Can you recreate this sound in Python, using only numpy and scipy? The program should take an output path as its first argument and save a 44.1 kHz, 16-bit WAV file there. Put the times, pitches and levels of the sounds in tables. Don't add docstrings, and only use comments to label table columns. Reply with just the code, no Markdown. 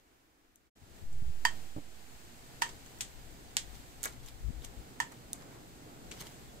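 import sys
import numpy as np
from scipy import signal
from scipy.fft import rfft, irfft, next_fast_len
from scipy.io import wavfile
from scipy.ndimage import map_coordinates

SR = 44100
rng = np.random.default_rng(int(sys.argv[2]) if len(sys.argv) > 2 else 0)


def magnitude_from_level(level_db):
    exponent = np.asarray(level_db, float) / 20
    return 10 ** exponent


def put_to_file(sound):
    columns = np.atleast_2d(sound).T
    safe = np.clip(columns, -1, 1)
    whole_steps = np.round(safe * 32767)
    wavfile.write(sys.argv[1], SR, whole_steps.astype(np.int16))


N = 291060
LAG = .43e-3


def unit(x):
    return x / np.sqrt(np.mean(x ** 2) + 1e-20)


def along(points, hz):
    f, v = np.transpose(points)
    return np.interp(np.log(hz + 1), np.log(f + 1), v)


def curves(rows):
    s, *cols = np.transpose(rows)
    return [np.interp(np.arange(N) / SR, s, c) for c in cols]


def wobble(rate):
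    knots = rng.standard_normal(int(N * rate / SR) + 4)
    return map_coordinates(knots, [np.arange(N) * rate / SR])


def coloured(x, *spectra):
    m = 2 * next_fast_len(x.shape[-1] // 2 + 1024)
    hz = np.fft.rfftfreq(m, 1 / SR)
    db = sum(along(spectrum, hz) for spectrum in spectra)
    db = db - 40 * np.clip((hz - 15900) / 900, 0, 1)
    cepstrum = irfft(np.log(magnitude_from_level(np.maximum(db, -70))), m)
    cepstrum[1:m // 2] *= 2
    cepstrum[m // 2 + 1:] = 0
    return irfft(rfft(x, m) * np.exp(rfft(cepstrum)), m)[..., :x.shape[-1]]


def ports(pair, lag, pan_db):
    left = np.roll(pair[0], round(lag * SR))
    balance_db = np.array([pan_db, -pan_db]).reshape(2, -1) / 2
    return np.array([left, pair[1]]) * magnitude_from_level(balance_db)


def rush(spectrum, alike):
    m = next_fast_len(N)
    hz = np.fft.rfftfreq(m, 1 / SR)
    turn = np.arccos(np.clip(along(alike, hz), -1, 1)) / 2
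    colour = magnitude_from_level(along(spectrum, hz)) * (hz < 15650)
    shape = colour * [np.cos(turn), np.sin(turn)]
    mid, side = irfft(rfft(rng.standard_normal((2, m))) * shape, m)[:, :N]
    return unit(np.array([mid + side, mid - side]))


def echoes(size, share):
    # (frequency [Hz], t60 [s])
    porch = [(500, .19), (2000, 0.18), (5000, 0.17), (8000, .18), (12000, 0.14)]
    noise = rng.standard_normal((3, size))
    pair = share * noise[0] + np.sqrt(1 - share ** 2) * noise[1:]
    hz, t, z = signal.stft(pair, SR, nperseg=128)
    decay = magnitude_from_level(-60 * t / along(porch, hz)[:, None])
    return signal.istft(z * decay, SR, nperseg=128)[1][:, :size]


def add(out, s, sound):
    start = round(s * SR)
    out[:, start:start + sound.shape[1]] += sound[:, :N - start]


def crack(spectrum, pan_db, tail_db, burst_s, splinter, size=SR // 4):
    # (frequency [Hz], level [dB])
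    walls = [(3000, 1), (9000, -0.5), (15300, -6), (15800, -50)]
    t = np.arange(size) / SR
    shared = rng.standard_normal(size) + .5 * rng.standard_normal((2, size))
    burst = t / burst_s * np.exp(-t / burst_s)
    spike = (np.arange(size) == 12) + splinter * burst * shared
    direct = coloured(spike, spectrum)
    build = (1 - np.exp(-t / .0005)) * (1 + 1.18 * np.exp(-t / 0.0058))
    tail = coloured(echoes(size, 0.38) * build, spectrum, walls)
    tail = magnitude_from_level(tail_db) * tail / tail[:, :SR // 100].std()
    return ports(direct / np.abs(direct).max(), 0, pan_db) + ports(tail, 0, 0.29 * pan_db)


def clicks(table, colour, burst_s, splinter):
    out = np.zeros((2, N))
    for s, db, pan_db, tail_db, lag_ms in table:
        click = magnitude_from_level(db + 3.5) * crack(colour, pan_db, tail_db, burst_s, splinter)
        add(out, s - lag_ms / 2000, ports(click, lag_ms / 1000, 0))
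    return out


def ring(modes, attack_s, scatter_db, size=SR // 4):
    hz, db, t60 = np.transpose(modes)[:, :, None]
    t = np.arange(size) / SR
    chance = rng.standard_normal((2, 2, len(modes), 1))
    decay = magnitude_from_level(db + scatter_db * chance[0] - 60 * t / t60)
    partials = decay * np.sin(2 * np.pi * hz * t + 0.28 * chance[1])
    return partials.sum(axis=1) * (1 - np.exp(-t / attack_s))


def bumps(table, modes):
    out = np.zeros((2, N))
    for s, db, pan_db in table:
        bump = magnitude_from_level(db - 5.0) * ring(modes, .0004, scatter_db=2)
        add(out, s, ports(bump, LAG, pan_db))
    return out


def air():
    # (time [s], level [dB])
    air_level = [(0.0, -74), (.68, -77), (.76, -71), (.99, -62), (1.07, -65), (1.39, -61.5), (1.56, -57.5),
                 (1.85, -62), (2.55, -60), (3.51, -61), (3.74, -60), (4.29, -63), (4.84, -62),
                 (5.98, -62.5), (6.21, -58.5), (6.6, -62)]
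    # (frequency [Hz], density [dB per Hz])
    hum_colour = [(41, -35), (70, -8), (130, 0), (208, -5), (252, -2), (455, -7), (581, -11), (811, -11.5),
                  (958, -18), (1500, -18.5), (1950, -43), (3300, -120)]
    hiss_colour = [(410, -29), (700, 1), (955, -4), (1140, -7.5), (1710, -4.5), (2580, -7), (4570, -8),
                   (5600, -10.5), (6500, -9), (8200, -7), (8700, -14), (10000, -14.5), (14300, -14),
                   (15400, -16.5)]
    grove_colour = [(18, -31), (30, -3), (177, -13), (299, -3.5), (604, -14), (745, -10.5), (967, -14.5),
                    (1630, -14.5), (4400, -22.5), (7810, -23), (9380, -27.5), (15400, -26.5)]
    # (frequency [Hz], likeness [0-1])
    alike = [(60, 0.78), (300, 1), (700, 0.42), (2000, 0.2), (6000, 0.088), (15000, 0.09)]
    pass_s, pass_db, pass_width_s = 5.37, 5.5, 1.4
    change_s = .72
    hiss_db, = curves(air_level)
    t = np.arange(N) / SR
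    hum_db = hiss_db - 1.5 + pass_db * np.exp(-((t - pass_s) / pass_width_s) ** 2)
    hum = ports(magnitude_from_level(hum_db + 3.5 + 1.6 * wobble(7)) * rush(hum_colour, alike), LAG, -2.3)
    hiss = ports(magnitude_from_level(hiss_db + 3.5 + 0.34 * wobble(5)) * rush(hiss_colour, alike), LAG, -0.28)
    grove = ports(magnitude_from_level(hiss_db + 7.5 + 1.3 * wobble(6.4)) * rush(grove_colour, alike), LAG, -.6)
    return np.where(np.arange(N) < change_s * SR, grove, hum + hiss)


def bird():
    # (start [s], end [s], pitch [Hz], level [dB])
    peeps = [
        (4.608, 4.628, 3700, -64),
        (6.472, 6.53, 3430, -66),
    ]
    out = np.zeros((2, N))
    for start, end, hz, db in peeps:
        t = np.arange(round((end - start) * SR)) / SR
        whistle = np.sin(2 * np.pi * hz * t) * signal.windows.tukey(len(t), .5)
        add(out, start, magnitude_from_level(db) * whistle * np.ones((2, 1)))
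    return out


def turbulence():
    # (time [s], level [dB])
    wind_level = [(0.0, -84), (.68, -82), (.95, -68), (1.15, -52.5), (1.29, -57), (1.73, -65), (2.37, -67),
                  (2.58, -63), (2.9, -65.5), (3.2, -59), (3.45, -61), (3.93, -61), (4.39, -57), (4.5, -53),
                  (4.68, -56.5), (4.78, -64.5), (5.88, -66.5), (6.6, -59.5)]
    # (frequency [Hz], density [dB per Hz])
    buffet = [(7.1, -29), (12, -0.5), (32, -9), (60, -8), (92, -18.5), (130, -13), (170, -47), (290, -120)]
    level_db, = curves(wind_level)
    lean_db, veer_db = 7.5, 2.5
    pan_db = lean_db + veer_db * wobble(6)
    lumps = magnitude_from_level(1.4 * np.array([wobble(13), wobble(14)]))
    gusts = unit(lumps * rush(buffet, [(30, 0.17)]))
    return ports(magnitude_from_level(level_db + 6.0) * gusts, 0, pan_db)


def eddies():
    # (start [s], end [s], peak [dB], pitch [Hz])
    eddy_table = [(0.815, 0.848, -48.5, 91), (.9, 0.937, -49.5, 70), (1.009, 1.06, -40.5, 70),
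                  (1.215, 1.234, -31, 115), (1.254, 1.317, -32.5, 62), (3.699, 3.82, -47.5, 55.2),
                  (4.43, 4.515, -27, 59.9), (4.488, 4.512, -30, 120), (4.521, 4.617, -39.5, 54.5),
                  (4.76, 4.82, -38, 60.3)]
    out = np.zeros((2, N))
    for start, end, db, hz in eddy_table:
        size = round((end - start) * SR)
        uneven = wobble(45.5)[:size]
        phase = 2 * np.pi * np.cumsum(hz * magnitude_from_level(1.83 * uneven)) / SR
        swirl = np.sin(phase) + 0.29 * np.sin(2 * phase + 1.1) + .05 * np.sin(3 * phase)
        swell = signal.windows.tukey(size, .6)
        add(out, start, magnitude_from_level(db) * swirl * swell * [[1], [.04]])
    return out


def pressure_push():
    # (start [s], height [full scale], rise [s], fall [s])
    push = [
        (1.02, 0.048, .06, .3),
        (1.04, 0.1, .12, 0.31),
    ]
    start, height, rise, fall = np.transpose(push)[:, :, None]
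    t = np.maximum(np.arange(N) / SR - start, 0)
    return height * (1 - np.exp(-(t / rise) ** 1.4)) * np.exp(-t / fall)


def foot_thuds():
    # (time [s], peak [dB], left-right [dB])
    thuds = [
        (1.7638, -30, -2.5),
        (1.774, -35.5, -2.5),
        (1.783, -34, -1.5),
    ]
    # (frequency [Hz], level [dB], t60 [s])
    board = [(110, -8, .04), (167, 0.5, 0.045), (287, 1.5, 0.061), (420, -5, 0.03), (556, -4.5, 0.035),
             (807, -6, .03), (1160, -14, .02)]
    return bumps(thuds, board)


def stem_taps():
    # (time [s], peak [dB], left-right [dB])
    taps = [
        (4.033, -40, -3),
        (4.048, -40, -2),
        (4.056, -29.5, -3),
        (4.068, -38, 0),
        (4.085, -44, 0),
        (4.1, -49, 0),
    ]
    # (frequency [Hz], level [dB], t60 [s])
    table_top = [(468, -9, .08), (1260, -4, 0.036), (1390, 2, .05), (1650, -2, .045), (1950, -5, 0.044),
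                 (2240, -5, 0.049)]
    return bumps(taps, table_top)


def leaf_rubs():
    # (time [s], bright [dB], hollow [dB], rise [s over 20 dB], fall [s over 20 dB])
    rubs = [(2.664, -54, -51.5, .01, 0.11), (2.862, -54, -72, .006, .08), (3.745, -54, -67, .02, 0.11),
            (4.038, -40, -50, 0.02, 0.069), (4.01, -57, -68, .02, .1), (4.06, -49, -45, .02, .09),
            (4.205, -61, -72, .02, .2), (4.28, -48.5, -59, 0.058, 0.054), (4.648, -46, -58, .015, 0.025),
            (4.63, -56, -73, .05, .05), (5.12, -56, -54, .015, .08), (5.332, -48, -60, .006, .015),
            (5.35, -62, -63, .02, .15), (5.41, -61.5, -59, .04, 0.088), (5.518, -61, -58.5, 0.014, .15),
            (6.114, -51, -58, 0.0054, 0.036), (6.213, -42.5, -53, 0.028, 0.018),
            (6.255, -50.5, -58.5, 0.16, .07)]
    # (frequency [Hz], density [dB per Hz])
    scrape_colour = [(1290, -32), (2200, -1.5), (2660, -13), (2870, 0), (5860, -5), (6800, -3.5),
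                     (10900, -11.5), (14200, -10), (16000, -40)]
    hollow_colour = [(250, -25), (400, -4), (600, -4.5), (900, -3), (1500, -5), (2200, -7.5), (2900, -21),
                     (3600, -48)]
    strokes = np.zeros((2, N))
    t = np.arange(-SR // 4, SR // 2) / SR
    for s, bright_db, hollow_db, rise, fall in rubs:
        drop_db = 20 * np.maximum(-t / rise, t / fall)
        add(strokes, s + t[0], magnitude_from_level(np.array([[bright_db], [hollow_db]]) - drop_db))
    grains = magnitude_from_level(4.2 * wobble(400) + 2.4 * wobble(60))
    bright = magnitude_from_level(-4.0) * unit(grains * rush(scrape_colour, [(1000, 0.18)]))
    hollow = unit(magnitude_from_level(3.8 * wobble(90)) * rush(hollow_colour, [(1000, 0.24)]))
    return strokes[0] * bright + strokes[1] * hollow


def leaf_ticks():
    # (time [s], peak [dB], left-right [dB], tail [dB], left lag [ms])
    ticks = [(.558, -50.5, 6, -23, .05), (1.1275, -48, 7, -19, .05), (3.011, -31.5, 2, -13.5, .1),
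             (4.031, -27, -8, -29, .3), (4.039, -23, -9, -26, .3), (4.047, -29, -3, -22, .3),
             (4.055, -24.5, 4, -22, .3), (4.261, -46, 9, -17, .05), (4.6475, -36.5, 8, -21, .05),
             (5.3315, -21, 0, -33, .05), (5.12, -44, 0, -20, .2), (2.987, -48, 0, -20, .2),
             (2.862, -48, 0, -20, .2), (5.354, -46, 3, -18, .05)]
    # (frequency [Hz], level [dB])
    tick_colour = [(1500, -44), (2600, -24), (3600, -13), (4900, -17), (6400, -1.5), (7600, -1), (8800, -2),
                   (10700, -13), (13000, -5), (14500, -9), (16000, -16)]
    return clicks(ticks, tick_colour, burst_s=.0004, splinter=1.2)


def pivot_squeak():
    # (start [s], end [s], slip rate [Hz], level [dB])
    squeak_setting = (6.203, 6.216, 2109, -47.5)
    # (multiple of slip rate, level [dB])
    overtones = [(1, -11), (2, -4), (3, 3), (4, 0), (5, -9), (6, -5), (7, -2)]
    start, end, hz, db = squeak_setting
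    t = np.arange(round((end - start) * SR)) / SR
    phase = 2 * np.pi * hz * (t + .4 * t ** 2)
    stack = sum(magnitude_from_level(level) * np.sin(k * phase + rng.uniform(0, 2 * np.pi)) for k, level in overtones)
    swell = (.4 + .6 * t / t[-1]) * signal.windows.tukey(len(t), .3)
    out = np.zeros((2, N))
    add(out, start, magnitude_from_level(db + np.array([[2.5], [-2.5]])) * stack * swell)
    return out


def blade_nibbles():
    # (time [s], peak [dB], left-right [dB], tail [dB], left lag [ms])
    nibbles = [
        (2.6155, -42, -2, -8, .4),
        (6.113, -37, 6, -18, .05),
        (6.1165, -35, 6, -22, .05),
        (6.1225, -39, 7, -20, .05),
    ]
    # (frequency [Hz], level [dB])
    nibble_colour = [(590, -41), (1000, -17), (2390, -2.5), (4360, -9), (8160, -6), (9060, -15),
                     (14900, -21), (16000, -30)]
    return clicks(nibbles, nibble_colour, burst_s=.0006, splinter=.4)


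def blade_snaps():
    # (time [s], peak [dB], left-right [dB], tail [dB], left lag [ms])
    snaps = [
        (2.691, -38, -1, -16, .42),
        (3.0077, -23.5, 4, -15.5, .3),
        (3.5682, -11, -5.5, -23, .3),
    ]
    # (frequency [Hz], level [dB])
    snap_colour = [(400, -35), (800, -9), (1250, -11), (1890, -1), (2300, -4.5), (3300, 1.5), (4500, -1),
                   (6000, -1), (7500, 2.5), (8600, -1.5), (10500, -11), (14900, -13), (16000, -32)]
    return clicks(snaps, snap_colour, burst_s=.0005, splinter=.15)


def handle_knocks():
    # (time [s], ring [dB], left-right [dB], middle modes [dB], upper modes [dB])
    knocks = [
        (1.4513, -19, -4, 1.5, 3.5),
        (2.6199, -20.5, -4.5, -1.5, -2),
        (5.0012, -24, -4, 3, -6),
    ]
    # (frequency [Hz], level [dB], t60 [s])
    handle = [(845, -17, .07), (915, -9, .09), (960, 3, 0.045), (1080, -10, .06), (1300, -11.5, 0.058),
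              (1792, -0.5, 0.039), (1830, -10, .12), (1906, -9.5, .04), (2440, -17, .04),
              (2740, -15, 0.041), (3148, -8.5, 0.056), (3680, -19, .04), (4640, -9, .035),
              (4870, -15.5, 0.036)]
    # (frequency [Hz], level [dB])
    knock_colour = [(300, -56), (700, -25), (950, -7), (1400, -7.5), (1850, -0.5), (2500, -9), (3100, -2),
                    (4000, -11), (5700, -8), (8000, -4.5), (9500, -18), (15000, -16), (16500, -35)]
    low_lag = .3e-3
    crack_db = 3.5
    out = np.zeros((2, N))
    for s, db, pan_db, middle_db, upper_db in knocks:
        modes = []
        for hz, level, t60 in handle:
            lift_db = upper_db if hz > 2100 else middle_db if hz > 1500 else 0
            modes.append((hz, level + lift_db, t60))
        low = ports(ring(modes[:3], .002, scatter_db=1), low_lag - LAG, 0)
        hollow = magnitude_from_level(db) * (low + ring(modes[3:], 0.00087, scatter_db=1.5))
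        tail = echoes(SR // 5, 0.45)
        tail = tail / np.linalg.norm(tail[0])
        rough = signal.fftconvolve(hollow, tail, axes=1)[:, :hollow.shape[1]]
        hollow = hollow + magnitude_from_level(-8) * rough
        strike = magnitude_from_level(db + crack_db) * crack(knock_colour, pan_db, -14.5, 0.00067, 0.36)
        add(out, s - LAG / 2, ports(hollow, LAG, pan_db))
        add(out, s - LAG / 2, ports(strike, LAG, 0))
    return out


def scene():
    outdoors = air() + bird()
    wind = turbulence() + eddies() + pressure_push()
    wood = foot_thuds() + stem_taps()
    leaves = leaf_rubs() + leaf_ticks()
    shears = pivot_squeak() + blade_nibbles() + blade_snaps() + handle_knocks()
    return outdoors + wind + wood + leaves + shears


def low_pass(x):
    return signal.sosfilt(signal.butter(12, 16820, fs=SR, output="sos"), x)


def record(dry):
    # (time [s], gain)
    fade = [(0, 0.98), (.67, 0.97), (.7, 0), (.752, 0), (.762, 1), (6.6, 0.96)]
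    mix = dry * curves(fade)[0]
    return low_pass(mix)


dry = scene()
out = record(dry)
put_to_file(out)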